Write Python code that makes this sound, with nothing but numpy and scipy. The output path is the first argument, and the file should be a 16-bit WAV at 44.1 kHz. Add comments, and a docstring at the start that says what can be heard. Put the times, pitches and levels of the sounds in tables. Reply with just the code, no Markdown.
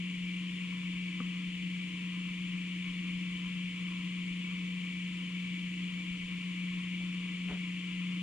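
"""Inside a glass terrarium in a quiet room: a mains motor hums and its fan hisses steadily.
The tank booms at the hum's strongest line and rings in the hiss with many narrow resonances.
A light knock rings a hollow body once. Soft scuffs and low bumps on the bark bedding are
probably a snake shifting with its prey."""
import sys
import numpy as np
from scipy import signal
from scipy.fft import rfft, irfft
from scipy.io import wavfile
from scipy.ndimage import uniform_filter1d

SR = 44100
rng = np.random.default_rng(int(sys.argv[2]) if len(sys.argv) > 2 else 0)


def wav_record(signal):
    """Record a signal, one row per channel, as 16-bit PCM in the file named by sys.argv[1]."""
    frames = np.transpose(np.atleast_2d(signal))
    bounded = np.clip(frames, -1, 1)
    # unit amplitude maps onto the largest positive 16-bit level
    quanta = np.round(bounded * 32767).astype(np.int16)
    wavfile.write(sys.argv[1], SR, quanta)


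N = 362502

# Motor lines. Each row: multiple of the shaft rate, level in dB.
MOTOR_LINES = [(4, -67), (5, -67), (6, -38.5), (9, -64.5), (10, -62.5), (14, -77.5), (16, -75.5)]
# Uneven waver of the hum. Each row: time in seconds, level in dB before centring and scaling.
HUM_WAVER = [(0.1, -39.5), (1.5, -39), (1.59, -44.5), (1.68, -37.5), (1.88, -43.5), (1.93, -39.5),
             (5.5, -39.5), (5.6, -41), (5.82, -37), (5.91, -41.5), (6.52, -40.5), (6.76, -35.5),
             (6.83, -39.5), (7.19, -38.5), (7.29, -40.5), (7.56, -37.5), (7.79, -41), (8.1, -37.5)]
# Fan noise spectra. Each row: frequency in Hz, relative density in dB.
RUMBLE_SPECTRUM = [(10, -35.5), (24, -15.5), (50, -13), (95, -18), (140, -14), (163, -2), (182, 3),
                   (205, -4), (225, -12.5), (285, -14), (322, -7.5), (350, -18.5), (385, -21.5), (455, -24),
                   (505, -22.5), (545, -30.5), (700, -32)]
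HISS_SPECTRUM = [(850, -30.5), (1200, -29.0), (1550, -26.0), (1800, -16.5), (2050, -15.5), (2300, -4.5),
                 (2520, -9.0), (2700, -4.5), (3150, -8.0), (3450, -18.0), (3750, -21.0), (4400, -19.5)]
FIZZ_SPECTRUM = [(4400, -1), (5600, -6), (6500, -5.5), (7050, -0.5), (7500, -7.5), (8200, -7.5), (8750, -6),
                 (9500, -13), (10800, -20.5), (12100, -22), (13500, -24.5), (15000, -53)]
WHOOSH_SPECTRUM = [(600, -35), (880, -21), (950, -11), (1000, -8), (1130, -5), (1330, -6), (1420, -11),
                   (1800, -12.5), (2500, -57)]
# Slow drift of the whoosh. Each row: time in seconds, gain in dB.
WHOOSH_DRIFT = [(0.27, -5), (0.44, -1), (0.54, -2), (0.69, 2.5), (1.01, -4), (1.3, 2), (1.62, -7),
                (1.93, 0), (2.23, 0.5), (2.87, -3), (3.07, 1.5), (3.17, -4), (3.39, 3.5), (3.72, -5),
                (3.87, 4), (4.27, -1.5), (4.53, 1.5), (4.64, -5), (4.85, 0.5), (4.96, -4), (5.3, 0.5),
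                (5.51, -3.5), (5.73, -2.5), (6.3, -2), (6.75, 2.5), (6.94, -4), (7.03, 0), (7.14, -0.5)]
# Tank resonances. Each row: frequency in Hz, width in Hz, lift in dB.
TANK_RESONANCES = [(980, 48, 6.0), (1030, 22, 9.0), (1111, 48, 5.5), (1196, 48, 2.5), (1359, 42, 5.0),
                   (1643, 48, 4.5), (1891, 11, 8.0), (1921, 23, 7.0), (1991, 32, 12.0), (2073, 48, 11.0),
                   (2176, 18, 7.5), (2239, 21, 8.0), (2282, 40, 6.0), (2321, 20, 9.0), (2410, 38, 10.5),
                   (2459, 33, 7.0), (2553, 7, 8.0), (2636, 48, 6.5), (2696, 8, 5.5), (2771, 8, 5.5),
                   (2843, 48, 5.5), (2897, 17, 4.0), (3069, 37, 9.5), (3126, 14, 7.5), (3264, 48, 6.5),
                   (3325, 26, 4.5), (3422, 48, 5.5), (3469, 29, 13.5), (3519, 36, 12.0), (3602, 29, 9.5),
                   (3699, 11, 4.5), (3786, 48, 5.0)]
# Left-right likeness of the air. Each row: frequency in Hz, coherence from 0 to 1.
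STEREO_COHERENCE = [(50, 0.6), (180, 0.99), (350, 1), (750, 0.31), (1000, 0.83), (1400, 0.46), (2200, 1),
                    (3100, 0.64), (3900, .25), (6000, 0.062)]
# Balance of the air. Each row: frequency in Hz, left over right in dB.
STEREO_BALANCE = [(60, -1.5), (180, 6.5), (450, -1), (680, -1), (1000, 2), (1500, 2), (2200, 4), (2700, 6),
                  (3550, 5.5), (5700, 0.5), (7000, 6), (7800, 0), (9500, 6.5), (11500, 0)]
# Phase of the air. Each row: frequency in Hz, left lead in radians.
STEREO_LEAD = [(50, -0.055), (340, -0.54), (600, -1.65), (1300, -0.46), (1900, -0.75), (2800, -1.2),
               (3400, -1.13), (4000, -0.98)]
# Light blow. Each row: start in seconds, gain in dB.
KNOCK_EVENTS = [(1.2014, -32)]
# Modes of the knocked body. Each row: frequency in Hz, relative level in dB, T60 in seconds.
BODY_MODES = [(240, 13, .038), (479, -10, .066), (815, -22, .04), (1157, -5.5, .044), (1276, -9.5, .046),
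              (1520, -15, .028), (1900, -10, .014)]
# Rubs. Each row: peak time in seconds, level in dB, rise and T60 in seconds, hollowness from 0 to 1.
SCUFF_EVENTS = [(6.0, -69, .04, 0.22, 1), (7.016, -60.5, 0.018, .19, 0.7), (7.491, -50, 0.009, 0.09, 0.1),
                (7.511, -42, 0.014, 0.23, 0.1)]
# Rub spectrum. Each row: frequency in Hz, relative density in dB.
SCUFF_SPECTRUM = [(30, -18), (130, -3), (200, 4.5), (290, 0), (450, -3), (800, -10.5), (1400, -9.5),
                  (2200, -13), (3500, -28), (7000, -43), (14000, -78)]
# Shoves. Each row: peak time in seconds, peak level in dB, pitch in Hz.
BUMP_EVENTS = [(0.955, -52, 58), (1.48, -55, 45), (2.9, -51, 40), (3.47, -54, 42), (4.32, -54, 45),
               (6.113, -48.5, 50), (6.26, -53, 29), (7.52, -46, 55)]


def motor_hum(shaft_hz=29.984, waver_depth=0.76):
    """Mains-locked shaft harmonics; the strongest line's loudness wavers unevenly, as when air rumble beats
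    against it."""
    t = np.arange(N) / SR
    waver_db = uniform_filter1d(np.interp(t, *np.transpose(HUM_WAVER)), size=2400)
    waver_db = waver_depth * (waver_db - waver_db.mean())
    top_db = max(db for _, db in MOTOR_LINES)
    out = np.zeros(N)
    for multiple, db in MOTOR_LINES:
        line = np.sqrt(2) * np.sin(2 * np.pi * (multiple * shaft_hz * t + rng.random()))
        out += gain(db + waver_db * (db == top_db)) * line
    return pan(out, left_db=1.58)


def fan_air(rumble_db=-69, hiss_db=-73.5, fizz_db=-94.5, whoosh_db=-89,
            lump_db=3.0, lump_below_hz=80, flutter_db=3):
    """Moving air, coloured by the tank: lumpy rumble, even hiss and fizz, fluttering whoosh."""
    hz = np.fft.rfftfreq(N, 1 / SR)
    bands = [(RUMBLE_SPECTRUM, rumble_db), (HISS_SPECTRUM, hiss_db), (FIZZ_SPECTRUM, fizz_db)]
    spectrum = [(f, db + band_db) for points, band_db in bands for f, db in points]
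    lift_db = tank_lift_db(hz)
    steady = stereo_noise(log_interp(spectrum, hz) + lift_db, hz)
    deep = irfft(rfft(steady) / (1 + (hz / lump_below_hz) ** 8), N)
    lumps = unit_rms(gain(lump_db * wander(corner_hz=10.0)))
    drift_db = np.interp(np.arange(N) / SR, *np.transpose(WHOOSH_DRIFT))
    flutter = gain(drift_db + flutter_db * np.tanh(wander(corner_hz=24)))
    whoosh = flutter * stereo_noise(log_interp(WHOOSH_SPECTRUM, hz) + whoosh_db + lift_db, hz)
    return steady + deep * (lumps - 1) + whoosh


def tank_lift_db(hz, ripple_db=1.65):
    """Strong narrow resonances; crowded weak ones ripple the spectrum between and above them."""
    peaks_db = sum(db / (1 + (2 * (hz - f) / width_hz) ** 2) for f, width_hz, db in TANK_RESONANCES)
    ripple = unit_rms(uniform_filter1d(rng.standard_normal(len(hz)), size=130))
    return peaks_db + ripple_db * ripple * (hz > TANK_RESONANCES[0][0])


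def knock(attack_cycles=1.5):
    """A light blow rings damped modes of a hollow body; highs first, thud just after."""
    t = np.arange(SR // 4) / SR
    ring, out = np.zeros(len(t)), np.zeros(N)
    for k, (hz, db, t60_s) in enumerate(BODY_MODES):
        polarity = (-1) ** k  # neighbouring modes swing opposite ways
        rise = 1 - np.exp(-(t * hz / attack_cycles) ** 2)
        ring += polarity * rise * gain(db - 60 * t / t60_s) * np.sin(2 * np.pi * hz * t)
    for start_s, db in KNOCK_EVENTS:
        span = out[round(start_s * SR):][:len(ring)]
        span += gain(db) * ring[:len(span)]
    return pan(out, left_db=2.3)


def scuffs(side_gain=0.19, hollow_hz=760, hollow_width_hz=380):
    """Dull rubs on bark bedding: noise swells and dies away; the lightest sound hollow."""
    t, hz = np.arange(N) / SR, np.fft.rfftfreq(N, 1 / SR)
    out = np.zeros((2, N))
    resonance = 1 / (1 + (2 * (hz - hollow_hz) / hollow_width_hz) ** 2)
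    for peak_s, db, rise_s, t60_s, hollow in SCUFF_EVENTS:
        colour = gain(log_interp(SCUFF_SPECTRUM, hz)) * (1 - hollow + hollow * resonance)
        mid, side = (irfft(white_spectrum(hz) * colour, N) for _ in range(2))
        rub = unit_rms(np.array([mid + side_gain * side, mid - side_gain * side]))
        swell = np.exp(-(np.minimum(t - peak_s, 0) / rise_s) ** 2)
        fade = gain(-60 * np.maximum(t - peak_s, 0) / t60_s)
        out += gain(db) * swell * fade * rub
    return pan(out, left_db=3.0)


def bumps(half_width_cycles=0.76):
    """Soft shoves on the bedding: each a deep pulse of about one swing."""
    t, out = np.arange(N) / SR, np.zeros(N)
    for peak_s, db, hz in BUMP_EVENTS:
        cycles = (t - peak_s) * hz
        out += gain(db) * np.exp(-(cycles / half_width_cycles) ** 2) * np.cos(2 * np.pi * cycles)
    return out


def stereo_noise(density_db, hz):
    """Noise at two nearby points; long waves reach both much alike."""
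    coherence = np.clip(log_interp(STEREO_COHERENCE, hz), 0, 1)
    left = white_spectrum(hz)
    right = coherence * left + np.sqrt(1 - coherence ** 2) * white_spectrum(hz)
    right *= np.exp(-1j * log_interp(STEREO_LEAD, hz))
    balance = gain(log_interp(STEREO_BALANCE, hz))
    pair = np.array([left * balance, right]) * np.sqrt(2 / (1 + balance ** 2))
    return irfft(pair * gain(density_db), N)


def wander(corner_hz):
    """Low-passed random drift, rms 1."""
    hz = np.fft.rfftfreq(N, 1 / SR)
    return unit_rms(irfft(white_spectrum(hz) / (1 + (hz / corner_hz) ** 2) ** 2, N))


def white_spectrum(hz):
    """Random spectrum, unit power per Hz."""
    return (rng.standard_normal(len(hz)) + 1j * rng.standard_normal(len(hz))) * np.sqrt(N * SR) / 2


def log_interp(points, hz):
    """Linear interpolation over log frequency."""
    points_hz, values = np.transpose(points)
    return np.interp(np.log(hz + 1), np.log(points_hz + 1), values)


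def pan(x, left_db):
    """Mono to stereo, left over right by left_db."""
    return x * gain([[left_db / 2], [-left_db / 2]])


def gain(db):
    """dB to amplitude factor."""
    return 10 ** (np.asarray(db) / 20)


def unit_rms(x):
    """Scales to rms 1."""
    return x / np.sqrt(np.mean(x ** 2) + 1e-20)


def scene():
    """Hum and air throughout, small movements on top."""
    return motor_hum() + fan_air() + knock() + scuffs() + bumps()


def record(dry):
    """Low-pass at 15 kHz."""
    lowpass = signal.firwin(511, 15000, window=("kaiser", 9), fs=SR)
    return signal.oaconvolve(dry, lowpass[None], "same")


dry = scene()
out = record(dry)
wav_record(out)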